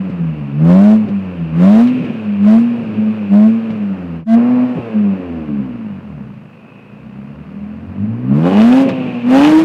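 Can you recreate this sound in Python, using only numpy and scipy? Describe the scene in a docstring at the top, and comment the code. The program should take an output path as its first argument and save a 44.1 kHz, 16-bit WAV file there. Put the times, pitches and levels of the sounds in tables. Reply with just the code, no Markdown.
"""A parked inline-six, blipped again and again outdoors, heard from just behind the tailpipes.
It sinks to idle, climbs back and is revved hard. Firing pulses boom in the pipes near 200 Hz and gas
rushes out in puffs; late burning burbles and pops when the throttle shuts. Air whistles at idle, the
tailpipes rattle under load and loud blips overload the microphone. The level dips briefly near 4.25 s."""
import sys
import numpy as np
from scipy import signal
from scipy.fft import rfft, irfft
from scipy.io import wavfile
from scipy.ndimage import uniform_filter1d

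SR = 44100
rng = np.random.default_rng(int(sys.argv[2]) if len(sys.argv) > 2 else 0)


def waveform_to_disk(signal):
    """Save audio, clipped to [-1, 1], as 16-bit WAV at the path in sys.argv[1]."""
    frames = np.transpose(np.atleast_2d(signal))
    scaled = np.clip(frames, -1, 1) * 32767
    samples = np.round(scaled).astype(np.int16)
    wavfile.write(sys.argv[1], SR, samples)


N = 425124
TIME = np.arange(N) / SR
REFERENCE_HZ = 216  # firing rate at which rush, rasp and whine levels are set

# Exhaust on a shut or barely open throttle. Each row: time in s, boom gain in dB, growl gain in dB.
LIGHT_LOAD = [(0, -17, -23), (4.2, -19, -22), (4.5, -21.5, -13.5), (5.06, -11, -17), (5.28, -33, -16),
              (5.6, -19, -17), (5.9, -20, -27.5), (6.35, -5, -24), (6.65, -29, -34.5), (7.0, -11, -28.5),
              (7.7, -15, -27.5), (8.2, -3, -17.5), (8.6, -20.5, -7), (9.64, -16.5, -25.5)]
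# Uneven burning after the throttle shuts. Each row: centre in s, half length in s, level in dB.
BURBLES = [(1.075, 0.031, -22), (2.03, 0.084, -19.5), (2.871, 0.13, -26), (3.2, .05, -59),
           (3.73, 0.051, -29.5), (4.785, 0.016, -14), (8.89, 0.033, -14), (9.06, 0.059, -20.5)]


def from_db(db):
    """Decibels to amplitude."""
    return 10 ** (np.asarray(db) / 20)


def unit_rms(x):
    """Scale to rms 1."""
    return x / np.sqrt(np.mean(x ** 2) + 1e-20)


def in_time(rows):
    """Each value column of a time curve, at every sample."""
    times_s, *columns = np.transpose(rows)
    return [np.interp(TIME, times_s, column) for column in columns]


def gain_at(spectrum, hz):
    """Amplitude of a dB spectrum, read on a log-frequency axis."""
    knots_hz, db = np.transpose(spectrum)
    return from_db(np.interp(np.log(hz + 1e-3), np.log(knots_hz), db))


def drift(rate_hz):
    """Random wander with a spread of about 1."""
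    steps = rng.standard_normal(8192)
    return np.interp(TIME * rate_hz, np.arange(len(steps)), steps) * np.sqrt(3 / 2)


def swells(rows):
    """Bell-shaped bursts of amplitude."""
    return sum(from_db(db) * np.exp(-((TIME - at_s) / half_s) ** 2 / 2) for at_s, half_s, db in rows)


def coloured(noise, spectrum, band_hz=(0, SR)):
    """Shape noise to a spectrum, rms 1 inside the band."""
    hz = np.fft.rfftfreq(N, 1 / SR)
    shaped = rfft(noise) * gain_at(spectrum, hz)
    inside = shaped[(hz >= band_hz[0]) & (hz <= band_hz[1])]
    return irfft(shaped, N) * N / np.sqrt(2 * np.sum(np.abs(inside) ** 2))


def butterworth(x, order, hz, kind):
    """Causal Butterworth filter."""
    return signal.sosfilt(signal.butter(order, hz, kind, fs=SR, output="sos"), x)


def resonance(x, hz, width_hz):
    """Two-pole resonance, peak gain 1."""
    r = np.exp(-np.pi * width_hz / SR)
    feedback = [1, -2 * r * np.cos(2 * np.pi * hz / SR), r * r]
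    return signal.lfilter(np.array([1, 0, -1]) * (1 - r * r) / 2, feedback, x + 1e-18)


def puffs(angle, depth, bank_depth):
    """White noise swelling with each firing, more for one bank than the other."""
    return rng.standard_normal(N) * np.exp(depth * np.cos(angle) + bank_depth * np.cos(angle / 2))


def firing_rate(flywheel_s=.12, jump_s=4.255):
    """Firings per second, three a turn; the flywheel rounds every change, but the rate steps up at 4.255 s,
    inside the level dip."""
    # Speed before and after the jump. Each row: time in s, firing rate in Hz.
    early = [(0.0, 194.3), (0.51, 133.9), (0.88, 212.9), (0.99, 218.9), (1.53, 154.1), (1.86, 248.0),
             (1.98, 256.5), (2.19, 218.5), (2.4, 195.8), (2.62, 237.6), (2.8, 235.8), (2.89, 212.2),
             (3.2, 218.7), (3.27, 192.2), (3.54, 228.8), (3.72, 221.1), (4.07, 171.4), (4.25, 160.2)]
    late = [(4.2, 211.2), (4.5, 248.4), (4.73, 251.1), (4.89, 223.7), (5.42, 155.9), (6.38, 49.4),
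            (6.89, 57.4), (7.93, 91.9), (8.33, 135.6), (8.8, 274.1), (9.24, 234.5), (9.5, 310.2),
            (9.7, 329.9)]
    early_hz = uniform_filter1d(in_time(early)[0], int(flywheel_s * SR), mode="nearest")
    late_hz = uniform_filter1d(in_time(late)[0], int(flywheel_s * SR), mode="nearest")
    return np.where(TIME < jump_s, early_hz, late_hz)


def throttle(layer, power, sag_db_per_s=0):
    """A layer's gain over all blips: a power of the load, sagging as the first hard pulses soften."""
    # Each row: start, length, attack and release in s, then boom, growl, rush and rasp gains in dB.
    blips = [(0.495, 0.44, 0.21, 0.11, -2.5, -2, -36, -51.5), (1.472, 0.34, 0.17, 0.18, -3, -4, -32.5, -49),
             (2.344, 0.21, .14, 0.21, -2.5, -11, -35.5, -51.5),
             (2.937, 0.16, 0.053, 0.053, -11.5, -25.5, -56, -82),
             (3.266, 0.2, 0.068, 0.15, -3.5, -9.5, -44, -56),
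             (4.208, 0.141, 0.078, 0.028, 0.3, -27, -52, -47.5),
             (4.352, .29, 0.02, 0.054, -8, -12, -36.5, -73),
             (8.216, 0.258, .15, 0.019, -14.5, -8, -38, -61),
             (8.413, 0.12, 0.056, 0.062, -28, -4.5, -34, -53),
             (8.474, 0.342, 0.12, 0.11, -3.5, -15, -28, -46), (9.195, 0.4, 0.15, 0.15, -1, -3.5, -27, -41)]
    gain = np.zeros(N)
    for start_s, length_s, attack_s, release_s, *gains_db in blips:
        db = gains_db[("boom", "growl", "rush", "rasp").index(layer)]
        during = (TIME > start_s) & (TIME < start_s + length_s + 10 * release_s)
        age_s = TIME[during] - start_s
        load = np.minimum(age_s / attack_s, 1) * np.exp(-np.maximum(age_s - length_s, 0) / release_s)
        gain[during] += from_db(db - sag_db_per_s * np.maximum(age_s - attack_s, 0)) * load ** power
    return gain


def boom(angle, firing_hz):
    """Near-sine at the firing rate, steady under load, stumbling off it; one bank throbs an octave down."""
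    # Weak pulses boom only near pipe resonances; the loaded response is flatter.
    # Each row of all three: firing rate in Hz, gain in dB.
    light_response = [(50, -52), (75, -31), (100, -18), (120, -24), (142, -8.5), (165, -2.5), (178, -5.5),
                      (200, 1.5), (218, -2.5), (227, -6), (242, -4.5), (320, 7.5)]
    loaded_response = [(120, 1.5), (150, 1.5), (175, -1.5), (210, -1), (250, -2), (320, -8)]
    throb_response = [(50, -80), (85, -72), (100, -63), (125, -47.5), (165, -35.5), (250, -35.5)]
    light = from_db(in_time(LIGHT_LOAD)[0] + 3.24 * drift(28)) * gain_at(light_response, firing_hz)
    light /= 1 + (swells(BURBLES) / from_db(-20.5)) ** 2  # late burning breaks up the tone
    loaded = throttle("boom", power=1.75) * gain_at(loaded_response, firing_hz) * from_db(.5 * drift(70))
    throb = gain_at(throb_response, firing_hz) * from_db(2.8 * drift(15))
    return np.sqrt(2) * (np.hypot(light, loaded) * np.cos(angle) + throb * np.sin(angle / 2))


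def growl(angle, firing_hz, steepening=.41, sputter_db=2.6):
    """Overtones of the exhaust pulses sweep through the pipe resonances."""
    # Half steps, as the two banks differ. Each row: multiple of the firing rate, gain in dB.
    overtones = [(1.5, -3), (2.0, 2), (2.5, -3.5), (3.0, -6.5), (3.5, -9.5), (4.0, -17), (4.5, -14.5),
                 (5.0, -28.5), (5.5, -21.5), (6.0, -21.5)]
    # Pipes and silencer. Each row: frequency in Hz, gain in dB.
    pipe_response = [(50, -60), (100, -26.5), (150, -7.5), (178, -20.5), (203, 4.5), (228, -6), (260, -7.5),
                     (370, -23.5), (450, -16), (490, -22.5), (540, -13.5), (600, -20), (700, -16.5),
                     (950, -20), (1080, -13.5), (1300, -27)]
    upper = [(k / 2, -22 - 3 * (k % 2)) for k in range(13, 19)]
    uneven = [(k / 6, -23.5) for k in range(8, 28) if k % 3]  # unequal cylinders
    blast = np.hypot(throttle("growl", power=2.6, sag_db_per_s=37), from_db(in_time(LIGHT_LOAD)[1]))
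    blast_db = 20 * np.log10(blast)
    coasting = np.clip(-blast_db / 22, 0, 1)  # 0 at full load, 1 with the throttle shut
    lines = np.zeros(N)
    for multiple, db in list(overtones) + upper + uneven:
        hz = multiple * firing_hz
        # Strong pulses steepen and brighten; weak ones burn unevenly.
        bright_db = steepening * (blast_db + 13.5) * np.clip(hz / 350 - 1, 0, 1.5)
        flutter_db = sputter_db * coasting * drift(45)
        jitter_rad = (.00018 + .0011 * coasting) * hz * drift(70)
        # Whole overtones flatten the boom's crest.
        phase = rng.uniform(0, 2 * np.pi) if multiple % 1 else np.pi
        line = np.cos(multiple * angle + jitter_rad + phase)
        lines += from_db(db + bright_db + flutter_db) * gain_at(pipe_response, hz) * line
    return np.sqrt(2) * blast * from_db(drift(80)) * lines


def rush_and_rasp(angle, firing_hz):
    """Gas rushes out in puffs, louder with speed; a bright rasp joins the loudest, overloaded blips."""
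    # Each row of both: frequency in Hz, relative density in dB.
    rush_spectrum = [(50, -27.5), (90, -0.5), (140, 11), (210, 22), (300, 11.5), (390, 10), (520, 11.5),
                     (800, 3.5), (1100, 4), (2100, -5), (2850, -8), (3250, -25), (4600, -23), (7000, -49)]
    rasp_spectrum = [(25, 7), (60, 0.5), (150, 13), (400, 16.5), (750, 20), (1600, 19), (3000, 12.5),
                     (4000, 7.5), (6000, 0.5), (9000, -5), (15500, -15.5)]
    octaves = np.log2(firing_hz / REFERENCE_HZ)
    rush = np.hypot(from_db(-42.5 + 4.5 * octaves), throttle("rush", power=1.8, sag_db_per_s=21.5))
    rush *= from_db(.5 * drift(90))
    rush *= coloured(puffs(angle, depth=.29, bank_depth=.12), rush_spectrum, band_hz=(950, 2200))
    rasp = np.hypot(from_db(-72.5 + 14.5 * octaves), throttle("rasp", power=3.5))
    rasp *= from_db(.74 * drift(160))
    rasp *= coloured(puffs(angle, depth=.23, bank_depth=.076), rasp_spectrum, band_hz=(5500, 14000))
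    return rush + rasp


def sizzle():
    """Narrow metallic noise near 2.5 kHz."""
    # Each row: time in s, level in dB.
    levels = [(0, -49), (1.7, -46), (1.95, -37.5), (2.3, -43.5), (3.7, -44.5), (4.1, -51), (4.8, -44),
              (6.3, -58), (6.8, -57), (8.2, -55.5), (8.9, -35), (9.64, -42.5)]
    ringing = resonance(rng.standard_normal(N), hz=2590, width_hz=620)
    ringing = resonance(ringing, hz=2485, width_hz=650)
    return from_db(in_time(levels)[0]) * unit_rms(ringing)


def whine(angle, firing_hz, db_per_octave=12, flutter_db=2.5):
    """Faint high lines of the spinning engine follow the revs and fade towards idle."""
    # Each row: multiple of the firing rate, level in dB at REFERENCE_HZ.
    partials = [(5.5, -55.5), (7.0, -58.5), (7.5, -58), (9.67, -60.5), (10.5, -58.5), (14.0, -69.5),
                (16.0, -71), (20.5, -79.5), (21.25, -81.5)]
    lines = sum(from_db(db + flutter_db * drift(13)) * np.sin(k * angle) for k, db in partials)
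    return np.sqrt(2) * from_db(db_per_octave * np.log2(firing_hz / REFERENCE_HZ)) * lines


def afterfire(thump_hz=188, thump_decay_s=.0094, crack_decay_s=.016):
    """Late burning gurgles in the pipes and now and then pops."""
    # Each row: start in s, thump gain in dB, crack gain in dB.
    pops = [(0.098, -8.5, -44), (1.087, -8.5, -40), (1.873, -39, -29.5), (2.047, -26, -37),
            (3.704, -13, -36.5), (4.784, -21, -59), (8.89, -21, -22.5)]
    gas = rng.standard_normal(N)
    gurgle = resonance(gas, hz=140, width_hz=74) - resonance(gas, hz=216, width_hz=130)
    gurgle += .15 * resonance(gas, hz=530, width_hz=460)
    burning = swells(BURBLES) * unit_rms(butterworth(gurgle, 3, [90, 700], "band"))
    crack = unit_rms(butterworth(gas, 3, [350, 3000], "band"))
    for start_s, thump_db, crack_db in pops:
        age_s = np.maximum(TIME - start_s, 0)
        thump = np.sin(2 * np.pi * thump_hz * age_s)
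        burning += from_db(thump_db) * np.exp(-age_s / thump_decay_s) * thump
        burning += from_db(crack_db) * np.exp(-age_s / crack_decay_s) * (age_s > 0) * crack
    return butterworth(burning, 4, 75, "high")  # the pops and gurgles carry no deep bass


def outdoor_hiss(level_db=-62):
    """Faint steady background noise."""
    # Each row: frequency in Hz, relative density in dB.
    spectrum = [(30, 8.5), (200, 19.5), (1000, 19), (3000, 13), (6000, 2.5), (15500, -6.5)]
    return from_db(level_db) * coloured(rng.standard_normal(N), spectrum)


def whistle(hz=2540, width_hz=180):
    """Air sings in the nearly shut throttle at idle."""
    # Each row: centre in s, half length in s, level in dB.
    bursts = [(6.75, 0.19, -51.5)]
    tone = resonance(resonance(rng.standard_normal(N), hz, width_hz), hz, width_hz)
    return swells(bursts) * unit_rms(tone)


def rattle(angle):
    """Under load each firing shakes the loose tailpipe metal into a short ring."""
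    # Each row: centre in s, half length in s, level in dB.
    bursts = [(8.47, 0.033, -30.5), (8.585, 0.05, -22.5), (8.73, 0.0059, -22.5), (8.79, 0.02, -28),
              (9.38, 0.013, -20), (9.45, 0.023, -14)]
    # Each row: frequency in Hz, width in Hz, relative gain in dB.
    modes = [(830, 54, 12.5), (1230, 120, -23.5), (2530, 150, 0), (2890, 140, -1)]
    knocks = puffs(angle, depth=1.2, bank_depth=.6)
    rings = sum(from_db(db) * resonance(knocks, hz, width_hz) for hz, width_hz, db in modes)
    return swells(bursts) * unit_rms(butterworth(rings, 4, 3600, "low"))


def scene():
    """One firing angle, 2 pi per firing, keeps the engine's tones and puffs in step."""
    firing_hz = firing_rate()
    angle = 2 * np.pi * np.cumsum(firing_hz * (1 + .002 * drift(50))) / SR
    mix = boom(angle, firing_hz) + growl(angle, firing_hz) + rush_and_rasp(angle, firing_hz)
    mix += sizzle() + whine(angle, firing_hz) + afterfire() + outdoor_hiss()
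    mix += whistle() + rattle(angle)
    return mix[None]


def record(dry, ceiling=.7, stopband_hz=16500):
    """The microphone overloads with rounded shoulders; deepest bass and top are cut."""
    # Fade-in and one brief dip to near silence. Each row: time in s, linear gain.
    fade = [(0, 0), (.006, 1), (4.17, 1), (4.245, .04), (4.258, .025), (4.345, 1)]
    clipped = dry / (1 + (dry / ceiling) ** 24) ** (1 / 24)
    faded = butterworth(clipped, 1, 14, "high") * in_time(fade)[0]
    return signal.sosfilt(signal.cheby2(14, 60, stopband_hz, fs=SR, output="sos"), faded)


dry = scene()
out = record(dry)
waveform_to_disk(out)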